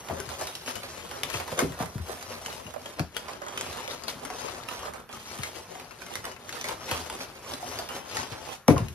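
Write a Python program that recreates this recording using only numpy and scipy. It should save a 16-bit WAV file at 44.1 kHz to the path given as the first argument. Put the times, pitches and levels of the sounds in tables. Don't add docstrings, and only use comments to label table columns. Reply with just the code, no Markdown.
import sys
import numpy as np
from scipy import signal
from scipy.fft import rfft, irfft
from scipy.io import wavfile
from scipy.ndimage import uniform_filter1d

SR = 44100
rng = np.random.default_rng(int(sys.argv[2]) if len(sys.argv) > 2 else 0)


def wav_record(signal):
    frames = np.transpose(np.atleast_2d(signal))
    bounded = np.clip(frames, -1, 1)
    quanta = np.round(bounded * 32767).astype(np.int16)
    wavfile.write(sys.argv[1], SR, quanta)


N = 394254

# (f/Hz, relative level/dB)
ROOM_TONE_SPECTRUM = [(60, 4), (300, -2.5), (1340, 8), (4000, -15.5), (8000, -21), (11000, -8),
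                      (16000, -15)]
ROOM_TONE_DB = -58
# (f/Hz, level/dB); the ports are out of phase near 8 and 15 kHz
SUM_RESPONSE = [(40, -0.5), (6300, 0.5), (7970, -10.5), (8930, -3.5), (10500, 0), (13700, -0.5),
                (14400, -32), (15100, -55), (16400, -55)]
# (f/Hz, level/dB)
DIFFERENCE_RESPONSE = [(40, -18.5), (125, -10), (500, -3.5), (2000, -2), (5000, 0.5), (7000, 4.5),
                       (8500, 1), (10000, 3), (11000, -29), (12800, -24), (13600, 4.5), (14500, 0),
                       (16000, 4)]
# (f/Hz, left minus right level/dB)
PORT_BALANCE = [(60, 3.5), (180, 2.5), (550, 0.5), (1650, 0.5), (4970, 4), (11000, 0), (14000, 0),
                (16500, -0.5)]
MIC_CUT_HZ, STOP_HZ, CEILING = 58, 16500, 0.85

ROOM_T60_S, WALL_CUT_HZ = 0.21, 22000
PAPER_ROOM_DB, KNOCK_ROOM_DB = -6.5, -9.5
KNOCK_SIDE_DB = -4

# (f/Hz, relative level/dB per Hz)
RUMBLE_SPECTRUM = [(15, -58), (25, 17), (64, 2), (75, 5.5), (163, 1), (198, -1), (252, -0.5), (291, -15.5),
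                   (366, -3), (450, -22), (580, -49), (990, -120)]
WALL_DB, WALL_FOLLOWS = -50, 0.48
SHAKE_DB, SHAKE_T60_S, SHAKE_CUT_HZ = -11, 0.23, 160
# (f/Hz, relative level/dB, free t60/s)
BOX_MODES = [(80.9, 1.5, 0.65), (108, 11, 0.088), (146.7, 3, 0.16), (165.3, -1, 0.29), (175, 10.5, 0.068),
             (230, 13.5, 0.036), (268.7, 14.5, 0.049), (283, 9, 0.081), (330, 4, 0.049), (420, -0.5, 0.046),
             (550, -6, 0.085), (576, 0.5, 0.09), (700, -3.5, 0.17), (967, 1, 0.088), (1130, -10, 0.046)]
# (t/s, relative level/dB, struck panel f/Hz, spread of modes/octaves, share of free t60)
KNOCK_EVENTS = [(0.099, -26.5, 82, 1.2, 0.7), (0.123, -33, 201, 0.44, 1.16), (0.147, -42, 170, .6, 0.68),
                (0.172, -35, 250, 0.53, 0.71), (0.195, -39, 97, 0.78, 0.89), (0.273, -34, 83, 0.42, 0.65),
                (1.254, -41, 229, 0.87, 1), (1.346, -27.5, 92, 0.24, 0.75), (1.519, -28, 144, 0.45, 0.66),
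                (1.625, -13, 260, 0.54, 0.83), (1.632, -22.5, 149, 0.42, 0.64),
                (1.661, -27, 270, 0.36, 0.68), (1.703, -30, 191, 0.61, 0.63), (1.7, -27.5, 103, 0.48, 0.82),
                (1.803, -24.5, 170, 0.68, 0.92), (1.826, -25, 170, 0.5, .6), (1.851, -47, 140, 0.57, 0.62),
                (1.956, -20.5, 101, 0.32, 0.47), (1.992, -30, 85, 0.34, 0.53), (2.653, -38.5, 163, 1, 0.84),
                (2.996, -17.5, 168, 0.7, 0.58), (3, -19, 300, 0.21, 0.83), (4.152, -40, 238, 1.1, 0.87),
                (4.247, -36, 230, .27, 1.1), (4.881, -42, 124, 0.64, 0.6), (5.39, -29, 128, 0.64, 0.47),
                (6.915, -30, 70, 1.6, 0.87), (7.542, -39, 242, 0.34, 1), (8.18, -31, 91, 0.44, .6),
                (8.314, -33, 109, 0.36, 1.3), (8.322, -41, 160, 0.77, 0.4), (8.682, -10, 523, 1.7, 1.3),
                (8.686, -3, 183, 0.34, 0.64), (8.691, -23, 400, 0.26, 0.68),
                (8.701, -12.5, 110, 0.29, 1.05), (8.708, -4, 288, 0.39, 0.74), (8.726, -19, 105, .3, 0.66),
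                (8.741, -20, 320, 0.42, 0.87), (8.754, -18, 90, 0.45, 0.62), (8.764, -18, 990, 0.5, 1.5),
                (8.801, -18, 105, 0.2, 1), (8.818, -20, 107, 0.18, 0.69), (8.844, -28, 99, 0.57, 0.56),
                (8.894, -28, 92, 0.3, 0.38)]
PANEL_SHARP, PANEL_SAG_S = 0.296, 0.0105

# (t/s, rustle level/dB, crackle against rustle level/dB)
DIGGING_LEVELS = [(0, -47.5, -3), (.6, -49.5, 1), (1.05, -45, -2), (1.8, -48.5, -3), (1.93, -49, -5),
                  (2.02, -52, -0.5), (2.25, -47, -2.5), (2.95, -59.5, 0.5), (3.1, -61, 1.5),
                  (3.3, -54.5, -10), (4.4, -44, -2.5), (4.65, -48.5, -9), (4.9, -57, -2.5),
                  (5.066, -66, -5), (5.2, -51.5, 0), (6.05, -55, -5), (6.4, -54, -3.5), (6.48, -48.5, -16),
                  (7.1, -49.5, -4), (7.33, -49, -5), (7.68, -47, -0.5), (8.04, -52.5, -7),
                  (8.35, -52, -1.5), (8.5, -44, -1), (8.61, -62, -1), (8.68, -74, -2.5), (8.86, -56.5, -1),
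                  (8.94, -57, 0)]
# (peak t/s, rustle level/dB, length/s, crackle against rustle level/dB)
SQUEEZE_EVENTS = [(0.109, -37.5, 0.1, -23), (0.18, -40.5, 0.12, -25), (0.311, -40.5, 0.12, -5),
                  (0.43, -38.5, 0.18, -3.5), (0.688, -39.5, 0.078, 4), (0.767, -39, 0.074, -1.5),
                  (1.167, -42, 0.11, -7.5), (1.243, -43.5, 0.35, -12), (1.35, -44.5, 0.21, 4),
                  (1.525, -46.5, 0.089, 4.5), (1.604, -32, .1, -4.5), (1.818, -36.5, 0.098, -6.5),
                  (2.112, -39, 0.16, -4), (2.333, -45, 0.15, -3.5), (2.496, -43.5, 0.33, -1),
                  (2.683, -48.5, 0.11, -4.5), (2.772, -54, 0.14, -21), (2.866, -47, 0.3, -2.5),
                  (3.001, -36, 0.065, -6.5), (3.188, -46.5, 0.14, 1.5), (3.297, -43, 0.28, -5.5),
                  (3.49, -45.5, 0.35, -6), (3.658, -40.5, 0.41, -1.5), (3.76, -47.5, 0.56, -0.5),
                  (3.919, -39, 0.11, -3), (4.096, -44.5, 0.081, 5.5), (4.224, -48, 0.12, -27),
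                  (4.324, -41.5, 0.12, -23), (4.404, -44.5, 0.18, -1), (4.51, -42, 0.39, -4),
                  (4.733, -40, 0.2, -2.5), (4.856, -39, 0.13, -5.5), (4.965, -42, 0.18, -9.5),
                  (5.144, -41.5, 0.12, -4.5), (5.327, -45.5, 0.24, 1), (5.443, -44.5, 0.2, 0),
                  (5.564, -45, 0.18, -0.8), (5.74, -50.5, 0.56, -2), (6.022, -48, 0.2, -0.5),
                  (6.147, -44, 0.23, -1), (6.277, -41, 0.15, -6), (6.572, -47, 0.4, 3),
                  (6.695, -37.5, 0.13, -2.5), (6.938, -38, 0.41, -1), (7.132, -42.5, 0.13, -4),
                  (7.206, -39.5, 0.15, -2), (7.508, -40, 0.19, -2), (7.647, -61, 0.1, -14),
                  (7.743, -40, 0.4, -4), (7.958, -40.5, 0.14, -1.5), (8.172, -38, 0.26, 2),
                  (8.319, -49, 0.12, 4), (8.532, -50, 0.096, 6.5), (8.702, -31, 0.059, -4.5),
                  (8.788, -37.5, 0.16, -9.5)]
RISE_SHARE, EDGE_DB, SLOPE_POWER = 0.45, 19.5, 1.59

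# (f/Hz, relative level/dB per Hz)
RUSTLE_SPECTRUM = [(150, -25.5), (250, 2), (291, -5.5), (365, -0.5), (543, 2.5), (735, 0.5), (1000, 3.5),
                   (1710, -3), (2400, -10), (3120, -14), (5280, -43)]
# (f/Hz, relative level/dB per Hz)
CRACKLE_SPECTRUM = [(820, -5.5), (1400, 3.5), (1700, -1), (3120, 0), (5500, -2), (6290, -3), (8000, -2.5),
                    (10900, -5), (13600, -8.5), (16400, -11)]
# (t/s, f/Hz, lift level/dB)
FAVOURED_PITCHES = [(0, 1010, 4), (.12, 600, 5), (.55, 831, 2.5), (.89, 625, 1), (1.34, 900, -3),
                    (1.6, 600, 13.5), (1.69, 464, 9), (1.8, 696, 7), (3.21, 575, 8), (3.29, 958, 3),
                    (3.44, 565, -1), (3.83, 780, 7), (3.88, 627, 0), (4.35, 700, 2.5), (4.45, 1200, 2),
                    (4.6, 1200, -2), (4.75, 1260, 8.5), (5.0, 1230, 3.5), (5.15, 1250, -1), (5.3, 755, 5),
                    (6.3, 840, 5), (6.7, 710, 1.5), (7.5, 770, 2), (7.55, 597, 1), (8.34, 915, 10.5),
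                    (8.39, 654, 12.5), (8.54, 816, 11), (8.69, 460, 13), (8.94, 830, -5)]
FAVOURED_OCTAVES = 0.21
# (t/s, level/dB)
TREBLE_LEVELS = [(0, 2.5), (.5, 1), (1, 0), (2, 3.5), (2.9, 0), (3.2, -3), (3.5, -3), (4, 0), (4.5, -2.5),
                 (5, 1), (6, -1), (6.5, -1.5), (7, -1.5), (7.7, 0.5), (8, 0), (8.2, -6.5), (8.5, -1),
                 (8.94, 1)]

# (t/s, relative level/dB, settled f/Hz)
POP_EVENTS = [(.099, -16, 654), (.199, -21.5, 394), (.2017, -27, 1485), (0.314, -29.5, 560),
              (.416, -20.5, 642), (.68, -28, 586), (.753, -32, 500), (.839, -26.5, 547), (1.236, -27, 1140),
              (1.341, -24, 360), (1.401, -21.5, 700), (1.482, -24, 960), (1.526, -17.5, 517),
              (1.58, -19, 603), (1.596, -24, 980), (1.602, -29, 555), (1.624, -9.5, 371), (1.802, -18, 667),
              (2.095, -22, 396), (2.305, -25, 494), (2.482, -26, 840), (2.741, -29, 664), (2.762, -20, 576),
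              (2.855, -26, 576), (2.998, -18.5, 660), (3.163, -28, 440), (3.281, -26, 970),
              (3.417, -22.5, 567), (3.61, -29, 885), (3.882, -23, 540), (4.079, -24, 648),
              (4.2515, -30, 1310), (4.266, -35, 1600), (4.302, -22, 716), (4.311, -24, 420),
              (4.483, -31, 1200), (4.6, -31, 1190), (4.69, -27, 1220), (4.735, -30, 1280),
              (4.851, -26, 1210), (4.856, -24, 570), (4.878, -28, 1195), (4.882, -26, 590),
              (4.945, -33.5, 1180), (5.134, -27, 1210), (5.755, -26.5, 740), (6.018, -29.5, 1476),
              (6.53, -30.5, 546), (6.567, -28, 1215), (6.646, -25.5, 586), (6.69, -24, 904),
              (6.9151, -20.5, 894), (6.926, -31, 1034), (6.973, -34, 1116), (7.098, -25, 866),
              (7.463, -28, 1094), (7.526, -28, 590), (7.629, -20, 700), (7.643, -29, 590),
              (7.792, -22, 667), (8.684, 2, 500), (8.693, -6, 420), (8.744, -15, 340), (8.764, -21, 1030),
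              (8.778, -23, 1000)]
POP_T60_S, POP_SHARP, POP_SAG_S = 0.048, 0.13, 0.0031
# (t/s, relative crack level/dB, relative sheet level/dB, shower t60/s,
# shower against crack level/dB, facet f/Hz)
SNAP_EVENTS = [(0.0862, -33, -28.5, 0.1, -14, 3700), (0.0977, -38, -27, 0.065, -17, 2020),
               (0.169, -40, -33, 0.11, -12, 2200), (0.2012, -29.5, -41, 0.1, -10, 10900),
               (0.2903, -34, -39, 0.14, -7, 1930), (0.3461, -43, -43, 0.12, -11, 5590),
               (0.4116, -30, -28, 0.075, -8, 2880), (0.4708, -30.5, -50, 0.2, -3, 3860),
               (0.5524, -29, -51, 0.13, -8.5, 5560), (0.6606, -34, -36, 0.12, -12, 5600),
               (0.6764, -32, -26.5, 0.1, -7.5, 3040), (0.7551, -30, -46, 0.13, -3.5, 2990),
               (0.833, -35.5, -36, 0.089, -3, 4600), (0.9013, -39, -51, 0.12, -12, 1950),
               (1.1127, -32.5, -25.5, 0.14, -14.5, 3220), (1.2335, -16.5, -20.5, 0.044, -17, 3600),
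               (1.3007, -29.5, -33, 0.097, -7, 1940), (1.339, -30, -31, 0.16, -2.5, 2630),
               (1.4, -32, -29.5, 0.17, -7.5, 2650), (1.479, -32.5, -29.5, 0.11, -8, 1940),
               (1.5173, -37, -33, 0.13, -10, 2700), (1.5771, -36, -28, 0.12, -7, 3640),
               (1.5907, -18.5, -20, 0.11, -8, 2170), (1.7211, -39.5, -41, 0.21, -4, 1900),
               (1.7896, -36, -33, 0.12, -7, 2030), (1.7997, -37, -28, 0.16, -7, 1930),
               (1.8585, -35, -52, 0.13, -10, 2300), (1.9806, -39, -38, 0.12, -10, 2050),
               (2.0656, -46, -46, 0.12, -12, 2250), (2.0914, -43, -33, 0.12, -10, 5230),
               (2.2117, -37, -41, 0.13, -8, 2930), (2.2263, -32, -45, 0.11, -12, 4970),
               (2.2982, -42, -42, 0.12, -7, 2950), (2.318, -39, -41, 0.14, -4, 2690),
               (2.461, -27, -42, 0.094, -14, 3100), (2.528, -34.5, -42, 0.12, -14, 3200),
               (2.598, -39, -38, 0.098, -13, 1900), (2.6663, -38.5, -47, 0.098, -14, 2850),
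               (2.7075, -39, -52, 0.12, -16, 3860), (2.739, -38, -33, 0.096, -10, 1940),
               (2.7622, -42, -34.5, 0.1, -13, 2450), (2.858, -37, -34, 0.075, -4.5, 3200),
               (2.995, -23, -31, 0.064, -27, 2700), (3.147, -41, -40, 0.13, -9, 3120),
               (3.1663, -21.5, -46, 0.089, -7.5, 3250), (3.2835, -33.5, -31.5, 0.14, -8.5, 2300),
               (3.334, -37, -34, 0.12, -13, 2710), (3.4188, -36, -30.5, 0.14, -12, 2050),
               (3.4647, -38, -33, 0.13, -8, 1920), (3.4831, -34, -33, 0.11, -8, 3200),
               (3.524, -37, -33, 0.12, -8, 3240), (3.5754, -23.5, -34, 0.094, -8, 3120),
               (3.6105, -22, -49, 0.091, -18, 3360), (3.729, -31, -47, 0.12, -15, 3670),
               (3.7714, -32, -34.5, 0.27, -6, 2910), (3.8433, -41, -45, 0.12, -16, 2890),
               (3.8776, -30.5, -38, 0.067, -11, 3620), (3.9102, -34.5, -57, 0.11, -13, 3870),
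               (4.0366, -36.5, -40, 0.12, -2.5, 5010), (4.082, -25.5, -33, 0.088, -9, 4450),
               (4.2507, -29, -40, 0.082, -8, 2120), (4.302, -32.5, -42, 0.095, -15, 2080),
               (4.635, -37, -45, 0.086, -17, 4600), (4.687, -26.5, -42, 0.1, -14, 2870),
               (4.7346, -34, -41, 0.12, -11, 2350), (4.7923, -38.5, -38, 0.23, -5, 3230),
               (4.878, -45, -30, 0.11, -16, 1960), (4.9362, -35.5, -43, 0.12, -8, 2330),
               (5.091, -44, -37.5, 0.11, -4, 3450), (5.1276, -38.5, -46, 0.12, -2, 6130),
               (5.387, -35, -35, 0.12, -9, 3100), (5.4341, -26.5, -52, 0.15, -9, 2130),
               (5.7526, -39.5, -35.5, 0.11, -13, 2320), (5.7977, -36.5, -42, 0.16, -9, 2520),
               (5.9088, -40.5, -45, 0.14, -6, 2670), (6.0185, -36, -51, 0.12, -9, 2500),
               (6.0647, -37.5, -45, 0.13, -3, 2170), (6.138, -32.5, -40, 0.15, -12, 3700),
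               (6.1548, -24, -37, 0.15, -11.5, 2040), (6.242, -34, -33, 0.18, -7, 2920),
               (6.253, -26.5, -30, 0.067, -17, 2020), (6.3157, -37.5, -50, 0.12, -7, 2930),
               (6.364, -43, -41, 0.12, -10, 2600), (6.4923, -28, -51, 0.085, -17, 2070),
               (6.526, -28.5, -38, 0.09, -13, 4400), (6.555, -34, -48, 0.13, -7, 1940),
               (6.6122, -28, -50, 0.097, -19, 6080), (6.642, -28.5, -33, 0.12, -5.5, 2280),
               (6.686, -25, -46, 0.12, -8.5, 2320), (6.807, -50, -38, 0.19, -7, 3030),
               (6.8897, -31.5, -31.5, 0.27, -8, 2670), (6.9129, -21, -22.5, 0.15, -8.5, 3330),
               (7.0994, -27.5, -35, 0.12, -13, 3500), (7.4943, -35, -46, 0.1, -12, 3000),
               (7.537, -29.5, -45, 0.093, -9, 4000), (7.6264, -45, -38, 0.091, -19, 2030),
               (7.663, -41, -47, 0.12, -12, 2880), (7.7887, -28, -34, 0.15, -7, 4860),
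               (7.889, -31.5, -34, 0.51, -8, 3040), (8.0505, -41.5, -43, 0.21, -11, 2060),
               (8.1514, -32, -45, 0.15, -16, 1930), (8.1694, -23.5, -46, 0.19, -8.5, 1980),
               (8.321, -35, -35, 0.25, -7.5, 5430), (8.6805, -16, -13, 0.063, -8, 2300),
               (8.761, -40, -25, 0.083, -10, 2080), (8.78, -28.5, -31, 0.12, -15, 2870),
               (8.884, -37, -52, 0.13, -9, 11600)]
FACET_T60_S, FACET_SHARE = 0.02, 0.55
TICK_DB, TICK_S = 5, 0.0003
SNAP_CUT_HZ, SNAP_CUT_AT_DB, SNAP_BRIGHTENS = 13000, -37.5, 0.54


def from_db(db):
    return 10 ** (np.asarray(db) / 20)


def rms_one(x):
    return x / np.sqrt(np.mean(x ** 2) + 1e-20)


def colour(x, spectrum):
    size = 8192
    hz, db = np.transpose(spectrum)
    bins_hz = np.fft.rfftfreq(size, 1 / SR)
    curve_db = np.interp(np.log(bins_hz + 1), np.log(hz), db)
    cepstrum = irfft(np.log(from_db(curve_db)))
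    cepstrum[1:size // 2] *= 2
    cepstrum[size // 2 + 1:] = 0
    impulse_response = irfft(np.exp(rfft(cepstrum)))
    return signal.fftconvolve(x, impulse_response)[:len(x)]


def ring(clicks, hz, t60):
    radius = from_db(-60 / (t60 * SR))
    angle = 2 * np.pi * hz / SR
    feedback = [1, -2 * radius * np.cos(angle), radius * radius]
    return signal.lfilter([0, np.sin(angle)], feedback, clicks + 1e-18)


def sagging(hz, t, share, seconds):
    return 2 * np.pi * hz * (t - share * seconds * np.expm1(-t / seconds))


def lowpass(x, order, hz):
    return signal.sosfilt(signal.butter(order, hz, fs=SR, output="sos"), x)


def room_tone():
    return from_db(ROOM_TONE_DB) * rms_one(colour(rng.standard_normal(N), ROOM_TONE_SPECTRUM))


def ports(mid, side):
    mid, side = colour(mid, SUM_RESPONSE), colour(side, DIFFERENCE_RESPONSE)
    left = colour(mid + side, [(hz, db / 2) for hz, db in PORT_BALANCE])
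    right = colour(mid - side, [(hz, -db / 2) for hz, db in PORT_BALANCE])
    return np.array([left, right])


def room(x, count, wander_hz, room_db):
    t = np.arange(SR // 2) / SR
    out = np.array([x, 0 * x])
    shares = lowpass(rng.standard_normal((count, N + SR)), 2, wander_hz)[:, SR:]
    for share in shares / np.linalg.norm(shares, axis=0):
        tails = rng.standard_normal((2, len(t))) * from_db(-60 * t / ROOM_T60_S) * (t > 0.004)
        tails = lowpass(tails, 1, WALL_CUT_HZ)
        tails *= from_db(room_db) / np.linalg.norm(tails, axis=1, keepdims=True)
        scatter = rng.standard_normal(len(t)) * np.exp(-t / 0.00081)
        tails[1] += scatter / np.linalg.norm(scatter)
        out += signal.oaconvolve((share * x)[None], tails, axes=1)[:, :N]
    return out / np.hypot(1, from_db(room_db))


def handling():
    t = np.arange(0, N + 64, 64) / SR
    s, db, crackle_db = np.transpose(DIGGING_LEVELS)
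    digging = from_db(np.interp(t, s, db)) ** 2
    digging_crackle = from_db(np.interp(t, s, db + crackle_db)) ** 2

    s, db, length, crackle_db = np.transpose(SQUEEZE_EVENTS)[:, :, None]
    side_share = np.where(t < s, RISE_SHARE, 1 - RISE_SHARE)
    away = np.abs(t - s) / (length * side_share)
    squeezes = from_db(db - EDGE_DB * away ** SLOPE_POWER) ** 2
    rustle_power = digging + squeezes.sum(0)
    crackle_power = digging_crackle + (squeezes * from_db(crackle_db) ** 2).sum(0)

    s, db, hz = np.transpose(KNOCK_EVENTS)[:3, :, None]
    decay = from_db(db + SHAKE_DB - 60 * np.abs(t - s) / SHAKE_T60_S) ** 2
    shakes = (t > s) * decay / (1 + (hz / SHAKE_CUT_HZ) ** 4)
    swing = rustle_power / np.exp(np.log(rustle_power).mean())
    rumble_power = from_db(WALL_DB) ** 2 * swing ** WALL_FOLLOWS + shakes.sum(0)
    powers = (rustle_power, crackle_power, rumble_power)
    return [np.interp(np.arange(N) / SR, t, np.sqrt(power)) for power in powers]


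def wall_rumble(level):
    return level * rms_one(colour(rng.standard_normal(N), RUMBLE_SPECTRUM))


def knocks():
    out, t = np.zeros(N), np.arange(SR // 2) / SR
    hz, level_db, t60 = np.transpose(BOX_MODES)[:, :, None]
    spread_db = rng.normal(0, 1.6, (len(KNOCK_EVENTS), len(BOX_MODES), 1))
    for (s, knock_db, panel_hz, octaves, ringing), luck_db in zip(KNOCK_EVENTS, spread_db):
        at = round(s * SR)
        distance = np.log2(hz / panel_hz) / octaves
        strength_db = knock_db + level_db - 8.5 - 6 * distance ** 2 + luck_db
        modes = from_db(strength_db - 60 * t / (t60 * ringing))
        modes *= np.sin(sagging(hz, t, PANEL_SHARP, PANEL_SAG_S))
        modes *= -np.expm1(-t * hz / 0.24)
        knock = modes[::2].sum(0) - modes[1::2].sum(0)
        out[at:at + len(t)] += knock[:N - at]
    return lowpass(out, 1, 1500)


def buckling(per_s, size_db, clump_db, clump_hz):
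    clump = rms_one(lowpass(rng.standard_normal(N), 2, clump_hz))
    born = rng.random(N) < per_s * from_db(clump_db * clump) / SR
    size = from_db(size_db * np.minimum(rng.exponential(1, N), 4.5))
    return born * size * rng.choice([-1, 1], N)


def patches(creases, low_hz, high_hz, cycles, count):
    dealt = rng.integers(0, count, N)
    s, favoured_hz, lift_db = np.transpose(FAVOURED_PITCHES)
    t, out = np.arange(N) / SR, np.zeros(N)
    for k, hz in enumerate(np.geomspace(low_hz, high_hz, count)):
        at = np.flatnonzero((dealt == k) & (creases != 0))
        away = np.log2(hz / np.interp(t[at], s, favoured_hz)) / FAVOURED_OCTAVES
        lift = from_db(np.interp(t[at], s, lift_db) * np.exp(-away ** 2))
        clicks = np.zeros(N)
        clicks[at] = creases[at] * lift
        out += ring(clicks, hz, cycles / hz) * np.sqrt(hz)
    return rms_one(out)


def rustle(creases, slide):
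    rings = patches(creases, low_hz=300, high_hz=2170, cycles=8.4, count=14)
    return rms_one(colour(rings + slide * rng.standard_normal(N), RUSTLE_SPECTRUM))


def crackle(creases, slide, click):
    rings = patches(creases, low_hz=1815, high_hz=13170, cycles=67.0, count=18)
    clicks = click * rms_one(creases)
    return rms_one(colour(rings + clicks + slide * rng.standard_normal(N), CRACKLE_SPECTRUM))


def pops():
    out, t = np.zeros(N), np.arange(SR // 8) / SR
    for s, pop_db, hz in POP_EVENTS:
        at = round(s * SR)
        phase = sagging(hz, t, POP_SHARP, POP_SAG_S)
        tone = np.sin(phase) + 0.21 * np.sin(1.2 * phase)
        envelope = from_db(pop_db - 5.5 - 60 * t / POP_T60_S) * -np.expm1(-t / 0.00067)
        out[at:at + len(t)] += (envelope * tone)[:N - at]
    return out


def snaps():
    crack, sheet, t = np.zeros(N), np.zeros(N), np.arange(SR // 4) / SR
    noise = rng.standard_normal((len(SNAP_EVENTS), 3, len(t)))
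    for (s, crack_db, sheet_db, t60, shower_db, hz), (high, low, chance) in zip(SNAP_EVENTS, noise):
        at = round(s * SR)
        slips = rms_one(uniform_filter1d(chance, size=90))
        tick = from_db(TICK_DB) * np.exp(-t / TICK_S)
        shower = from_db(shower_db - 60 * t / t60 + 0.96 * slips)
        envelope = tick + np.exp(-t / 0.003) + shower
        facet = rms_one(ring(high, hz, t60=FACET_T60_S))
        sharp = from_db(crack_db) * envelope * (np.sign(high) + FACET_SHARE * facet)
        cut_hz = SNAP_CUT_HZ * from_db(SNAP_BRIGHTENS * (crack_db - SNAP_CUT_AT_DB))
        pole = np.exp(-2 * np.pi * cut_hz / SR)
        crack[at:at + len(t)] += signal.lfilter([1 - pole], [1, -pole], sharp)[:N - at]
        answer = from_db(sheet_db) * envelope * low * -np.expm1(-t / 0.0063)
        sheet[at:at + len(t)] += answer[:N - at]
    return from_db(-7) * colour_unit(crack, CRACKLE_SPECTRUM) + from_db(3) * colour_unit(sheet, RUSTLE_SPECTRUM)


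def colour_unit(x, spectrum):
    impulse = np.eye(1, 8192)[0]
    return colour(x, spectrum) / np.linalg.norm(colour(impulse, spectrum))


def paper(rustle_level, crackle_level):
    creases = buckling(per_s=1800, size_db=2.0, clump_db=2.5, clump_hz=21.6)
    sound = rustle_level * rustle(creases, slide=0.93)
    sound += crackle_level * crackle(creases, slide=0.81, click=1.94)
    sound += snaps()
    treble = signal.sosfiltfilt(signal.butter(2, 8500, "high", fs=SR, output="sos"), sound)
    gain = from_db(np.interp(np.arange(N) / SR, *np.transpose(TREBLE_LEVELS)))
    return sound + treble * (gain - 1)


def scene():
    rustle_level, crackle_level, rumble_level = handling()
    rumble = wall_rumble(rumble_level)
    struck = room(knocks(), count=4, wander_hz=6.3, room_db=KNOCK_ROOM_DB)
    handled = paper(rustle_level, crackle_level) + pops() + rumble
    heard = room(handled, count=9, wander_hz=7.27, room_db=PAPER_ROOM_DB)
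    mid, side = heard + struck * from_db([[0], [KNOCK_SIDE_DB]])
    return ports(mid + room_tone(), side)


def record(dry):
    dry = signal.sosfilt(signal.butter(5, MIC_CUT_HZ, "high", fs=SR, output="sos"), dry)
    rounded = CEILING * np.tanh(dry / CEILING)
    return signal.sosfilt(signal.cheby2(24, 70, STOP_HZ, fs=SR, output="sos"), rounded)


dry = scene()
out = record(dry)
wav_record(out)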